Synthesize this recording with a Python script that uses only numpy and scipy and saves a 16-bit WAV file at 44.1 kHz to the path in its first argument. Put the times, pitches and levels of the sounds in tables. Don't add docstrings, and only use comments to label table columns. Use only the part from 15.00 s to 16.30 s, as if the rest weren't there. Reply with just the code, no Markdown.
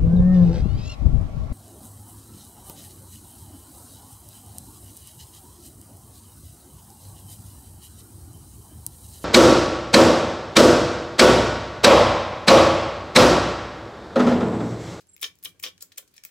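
import sys
import numpy as np
from scipy import signal
from scipy.io import wavfile
from scipy.ndimage import uniform_filter1d

SR = 44100
rng = np.random.default_rng(int(sys.argv[2]) if len(sys.argv) > 2 else 0)


def boost(x):
    u = np.asarray(x, float) / 20
    return 10 ** u


def log_audio(samples):
    frames = np.atleast_2d(samples).T
    limited = np.clip(frames, -1, 1)
    pcm = np.round(limited * 32767).astype(np.int16)
    wavfile.write(sys.argv[1], SR, pcm)


N = 57330

# f/Hz, level/dB per Hz
AIR_SPECTRUM = [(50, 10.5), (100, 8.5), (400, 7), (800, -11), (1300, -2.5), (3200, -5.5), (8000, -7.5),
                (15000, -18)]
# f/Hz, width/Hz, level/dB
HUM_BANDS = [(92.3, 30, 2.5), (176.7, 13.2, -1.5), (273.2, 13, -7), (336.6, 20, -7.5)]
# t/s, level/dB
HUM_SWELL = [(0, -77), (.2, -78.5), (.3, -71.5), (.4, -78.5), (.49, -68.5), (.6, -75), (.7, -71.5),
             (.9, -77.5), (1.3, -93)]
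# start t/s, length t/s, start level/dB, end level/dB, centre
# f/Hz
SCRAPES = [(0, 0.031, -54.5, -70, 5360), (0.21, 0.014, -53.5, -38, 9400), (0.2258, 0.0046, -33, -28, 14200),
           (0.426, 0.016, -47.5, -61, 8000), (0.4423, 0.0075, -50, -31.5, 12400),
           (0.592, 0.011, -60, -55.5, 8100), (0.6264, 0.011, -42.5, -38, 14000),
           (0.8044, 0.065, -50.5, -70.5, 7060), (0.819, 0.0039, -44, -40.5, 9800),
           (0.917, 0.0075, -55.5, -52, 4340), (0.9717, 0.0098, -48, -38.5, 8000),
           (1.136, 0.071, -62, -71, 3700), (1.24, 0.05, -54, -66.5, 6900), (0.23, 0.054, -35, -53.5, 4400),
           (0.636, 0.056, -34, -51.5, 4170), (1.0752, 0.0075, -57, -62, 7500),
           (1.111, 0.0046, -62, -66, 14500), (1.163, 0.0079, -49.5, -56.5, 9000),
           (.452, 0.045, -55.5, -58, 8000), (0.625, 0.025, -35, -62, 12500)]
# f/Hz, level/dB, t60/s
ROOM_BANDS = [(310, -7, 0.15), (1170, -6.5, 0.16), (3240, -12.5, 0.097), (8000, -14.5, 0.18),
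              (14000, -8.5, 0.13)]
TICK_TIMES = [0.0193, 0.0703, 0.1647, 0.1787, 0.1955, 0.204, 0.2139, 0.2165, 0.229, 0.3548, 0.388, 0.4273,
              0.4383, 0.4501, 0.5984, 0.6297, 0.6353, 0.7791, 0.8091, 0.8242, 0.9196, 0.9601, 0.9775,
              1.0774, 1.1408, 1.1651, 1.1798, 1.2373, 1.2503, 1.2916, .4462, .8183, .8259, .8285, .9762,
              .9812, .9830, 1.2385, 1.2567, 1.2350]
# middle level/dB, low level/dB, high level/dB
TICK_LEVELS = [(-68, -66, -55), (-47, -86, -53.5), (-41, -38, -39.5), (-41.5, -38, -73), (-58, -43.5, -49),
               (-45, -56, -57), (-56, -38, -29), (-36, -31, -25), (-24, -16, -38), (-47, -74, -50),
               (-49, -68, -48), (-59, -44, -39), (-47, -45, -27), (-33, -36, -20.5), (-32.5, -36.5, -34.5),
               (-32, -26, -42), (-33, -34, -21.5), (-43, -38.5, -50), (-30, -37.5, -66), (-32, -60, -24.5),
               (-73, -37, -76), (-47, -57, -60), (-34.5, -26.5, -25.5), (-50, -55, -61),
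               (-45.5, -72, -44.5), (-42, -50, -46), (-38, -25.5, -50), (-31.5, -36, -32.5),
               (-30.5, -49, -23), (-58, -40, -76), (-31.5, -27, -46), (-33, -70, -58), (-23, -60, -43),
               (-35.5, -70, -41), (-32.5, -39, -36), (-19.5, -30, -21.5), (-27, -27, -27), (-41, -43, -53),
               (-48, -55, -42), (-51, -73, -54)]
# f/Hz, level/dB
PIN_MODES = [(1700, -15), (2450, -2), (3100, -5), (3800, -9), (5500, 0), (6800, 0), (8000, 1), (10500, 0),
             (12200, 4), (13800, 5), (15200, 8)]
SQUEAK_HZ = 7600, 10200
# middle t/s, half length t/s, lower tone level/dB, upper tone level/dB
SQUEAK_BLIPS = [
    (0.076, 0.017, -82, -70),
    (0.097, 0.012, -54.5, -69),
    (0.118, 0.011, -63.5, -66),
    (0.142, 0.013, -53, -56),
]
KNOCK_TIMES = [.2250, .2293, .2352, .2419, .2438, .2454, .2498, .4537, .4553, .4575, .4620, .5450, .6385,
               .6423, .6470, .6575, .6638, .6715, .8200, .9840, 1.0250, 1.1795, 1.2505]
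# snap level/dB, ring level/dB, thump level/dB, low modes level/dB, high modes level/dB
KNOCK_LEVELS = [(-17.5, -31, -80, 1, -3), (-10, -20.5, -44, 4.5, 2), (-21, -22, -52, -13, -13),
                (-6, -24.5, -60, -8.5, -5), (-9.5, -32, -55, -7, -14), (-14.5, -20.5, -68, 0.5, 6),
                (-30, -30, -42, 0, 7), (-16.5, -42, -47.5, -9, -12), (-16, -25.5, -47.5, -1.5, 0),
                (-13.5, -26, -48.5, -18, -13), (-32, -34, -49, 4, 3), (-76, -78, -57.5, -3, 0),
                (-9.5, -28, -41.5, 4, 3), (-22, -33, -43, -19, -12), (-14, -27, -40.5, -28, 0),
                (-21, -35, -40, -2, 3), (-11, -24, -43, -4, -2.5), (-23, -24, -43, -3, -3),
                (-45, -65, -52.5, -22, 6), (-22.5, -32, -46.5, -2, -1), (-65, -55, -54.5, 5, -3),
                (-37.5, -79, -81, 6, 12), (-30.5, -56, -62, 8.5, -12)]
# f/Hz, level/dB
SNAP_MODES = [(2396, -4), (3103, -3.5), (3345, -5.5), (5565, -3), (1388, -17.5)]
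# f/Hz, level/dB, t60/s
BODY_MODES = [(1770, -22, .08), (2340, -11, .06), (2800, -14, .05), (3150, -4, .03), (3280, -8, .055),
              (3370, -3, .03), (3530, -5, .03), (3700, -6, .05), (3900, -8, .045), (4700, -18, .05),
              (5310, -9, .04), (5800, -13, .04), (6490, -11, .055)]
# f/Hz, level/dB
CARD_MODES = [(310, -4), (430, -3.5), (530, -3.5), (640, -5), (1050, -4), (1400, 0)]
# f/Hz, level/dB, t60/s
SHACKLE_MODES = [(2340, 0, .2), (3330, 0, .14)]
# t/s, lower mode level/dB, upper mode level/dB
CLANGS = [
    (.2454, -42, -51),
    (.4575, -50.5, -51),
    (.6638, -54.5, -37.5),
    (1.1795, -57.5, -77),
    (1.2505, -60, -75),
]

LAG_S, LEAN_DB = 3e-5, 3.5
OPPOSITE = np.array([[1], [-1]])


def unit(x):
    return x / np.sqrt(np.mean(x ** 2))


def band(x, hz, width):
    hz_safe = min(hz, .45 * SR)
    return signal.lfilter(*signal.iirpeak(hz_safe, hz / width, fs=SR), x)


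def walk(rate):
    hold = int(SR / rate)
    steps = np.repeat(rng.standard_normal(N // hold + 1), hold)
    return 1.5 * uniform_filter1d(uniform_filter1d(steps, hold), hold)[:N]


def ports(hz, turn):
    phase = turn + 2 * np.pi * hz * LAG_S
    return boost(OPPOSITE * LEAN_DB / 2) * np.exp(.5j * phase * OPPOSITE)


def strike(times, db, modes, t60, scatter_db, detune, push_s, turn_rad, count):
    chatter_s, chatter_db, grit_per_s = 0.0025, -13.5, 4000
    out = np.zeros((2, N + SR))
    hz = np.repeat(modes[:, 0], count)
    mode_db = np.repeat(modes[:, 1], count)
    t60 = np.repeat(t60 * np.ones(len(modes)), count)
    t = np.arange(int(t60.max() * SR)) / SR
    short = np.arange(600)
    for s, hit_db in zip(times, np.repeat(db, count, axis=1)):
        pitch_luck, level_luck, phase_luck, turn_luck = rng.standard_normal((4, len(hz)))
        f = hz * (1 + detune * pitch_luck)
        decay = np.log(1000) / t60
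        rings = np.exp(np.outer(2j * np.pi * f - decay, t)) * (1 - np.exp(-t / push_s))
        turn = turn_rad * turn_luck * (0.94 + f / 7000)
        gains = boost(hit_db + mode_db + scatter_db * level_luck) * ports(f, turn)
        gains = gains * np.exp(1j * (count - 1) * phase_luck)
        grit = boost(chatter_db) * rng.standard_normal(600) * (rng.random(600) < grit_per_s / SR)
        contact = (short == 0) + grit * np.exp(-short / (chatter_s * SR))
        hit = signal.fftconvolve((gains @ rings).imag, [contact], axes=1)
        start = int(s * SR)
        out[:, start:start + hit.shape[1]] += hit
    return out[:, :N] / np.sqrt(len(hz))


def air():
    hiss, spectrum = 0, np.array(AIR_SPECTRUM)
    for hz in 25 * 2 ** np.arange(0, 9.6, .5):
        mid, side = band(rng.standard_normal((2, N)), hz, hz / 3)
        db = np.interp(np.log(hz), np.log(spectrum[:, 0]), spectrum[:, 1]) + 0.69 * walk(7.0)
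        width = min(0.54 + hz / 8000, 1)
        hiss = hiss + boost(db) * (mid + width * side * OPPOSITE)
    out = unit(hiss) * boost(-68)
    swell_db = np.interp(np.arange(N) / SR, *np.array(HUM_SWELL).T)
    for hz, width, db in HUM_BANDS:
        rough = band(rng.standard_normal((2, N)), hz, 1.4 * width)
        mid, side = unit(band(rough, hz, 1.3 * width))
        out = out + boost(db + swell_db) * (mid + 0.34 * side * OPPOSITE)
    return out


def scrapes():
    grains_per_s, uneven_db, settle_s, release_s = 16000, 2, .0025, 0.0041
    out, t = 0, np.arange(N) / SR
    for s, length, from_db, to_db, hz in SCRAPES:
        grit = rng.standard_normal((2, N)) * boost(uneven_db * rng.exponential(size=N))
        grit = grit * (rng.random(N) < grains_per_s / SR)
        u = (t - s) / length
        shape = boost(from_db + (to_db - from_db) * np.clip(u, 0, 1))
        shape = shape * np.clip((t - s) / settle_s, 0, 1) ** 2
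        shape = shape * np.exp(-np.clip(u - 1, 0, None) * length / release_s)
        mid, side = unit(band(grit, hz, hz) + 0.28 * np.diff(grit, prepend=0)) * shape
        pair = np.array([mid + .5 * side, np.roll(mid, 1) - .5 * side])
        out = out + pair * ports(0, 0).real
    return out


def room(x):
    alike = 0.057
    t = np.arange(int(.4 * SR)) / SR
    noise = rng.standard_normal((len(ROOM_BANDS), 2, len(t)))
    tail = 0
    for n, (hz, db, t60) in zip(noise, ROOM_BANDS):
        tail = tail + boost(db) * band(n, hz, 1.146 * hz) * np.exp(-np.log(1000) * t / t60)
    tail = tail * np.clip(t / 0.001 - .5, 0, 1) / np.sqrt(0.007 * SR)
    pair = np.sqrt(1 + alike) * tail[0] + np.sqrt(1 - alike) * tail[1] * OPPOSITE
    return signal.fftconvolve(pair, x.mean(axis=0, keepdims=True), axes=1)[:, :N]


def pins():
    levels, modes = np.array(TICK_LEVELS), np.array(PIN_MODES)
    hz = modes[:, 0]
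    column = np.where(hz < 4500, 1, np.where(hz < 9000, 0, 2))
    t60 = .006 * np.sqrt(2300 / hz)
    return strike(TICK_TIMES, levels[:, column] + 5, modes, t60, scatter_db=0.53, detune=0.066,
                  push_s=.00008, turn_rad=0.85, count=4)


def squeak():
    t, out = np.arange(N) / SR, 0
    for k, hz in enumerate(SQUEAK_HZ):
        shape = 0
        for blip in SQUEAK_BLIPS:
            swell = np.cos(np.clip((t - blip[0]) / blip[1], -1, 1) * np.pi / 2)
            shape = shape + boost(blip[k + 2]) * swell
        phase = 2 * np.pi * np.cumsum(hz * (1 + 0.0013 * walk(60))) / SR
        sides = ports(hz, 0.15)[::-1]
        out = out + (shape * 1.33 * sides * np.exp(1j * phase)).imag
    return out


def body():
    snap_db, ring_db, thump_db, low_db, high_db = np.array(KNOCK_LEVELS).T[:, :, None]
    snap, ring, card = np.array(SNAP_MODES), np.array(BODY_MODES), np.array(CARD_MODES)

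    def place_db(hz):
        return low_db * (hz < 2700) + high_db * (hz > 4400)

    snaps = strike(KNOCK_TIMES, snap_db + place_db(snap[:, 0]), snap, .006, scatter_db=0.8, detune=0.02,
                   push_s=0.0003, turn_rad=.25, count=1)
    rings = strike(KNOCK_TIMES, ring_db + place_db(ring[:, 0]), ring, ring[:, 2], scatter_db=1.5,
                   detune=0.0177, push_s=0.00048, turn_rad=1.0, count=4)
    thumps = strike(KNOCK_TIMES, thump_db + 0 * card[:, 0], card, 0.066, scatter_db=1.8, detune=0.0972,
                    push_s=0.0024, turn_rad=0.3, count=5)
    return snaps + rings + thumps


def shackle():
    clangs, modes = np.array(CLANGS), np.array(SHACKLE_MODES)
    return strike(clangs[:, 0], clangs[:, 1:], modes, modes[:, 2], scatter_db=1.5, detune=.011,
                  push_s=.002, turn_rad=.4, count=4)


def scene():
    no_bass = signal.butter(3, 1300, "high", fs=SR, output="sos")
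    small = signal.sosfilt(no_bass, pins() + scrapes())
    lock = small + body() + shackle() + squeak()
    return lock + room(lock) + air()


def low_pass(x):
    return signal.sosfilt(signal.butter(12, 16810, fs=SR, output="sos"), x)


def record(dry):
    bottom = signal.butter(2, 38, "high", fs=SR, output="sos")
    top = signal.ellip(5, .5, 22, 15900, fs=SR, output="sos")
    mix = signal.sosfilt(np.vstack([bottom, top]), dry)
    return low_pass(mix)


dry = scene()
out = record(dry)
log_audio(out)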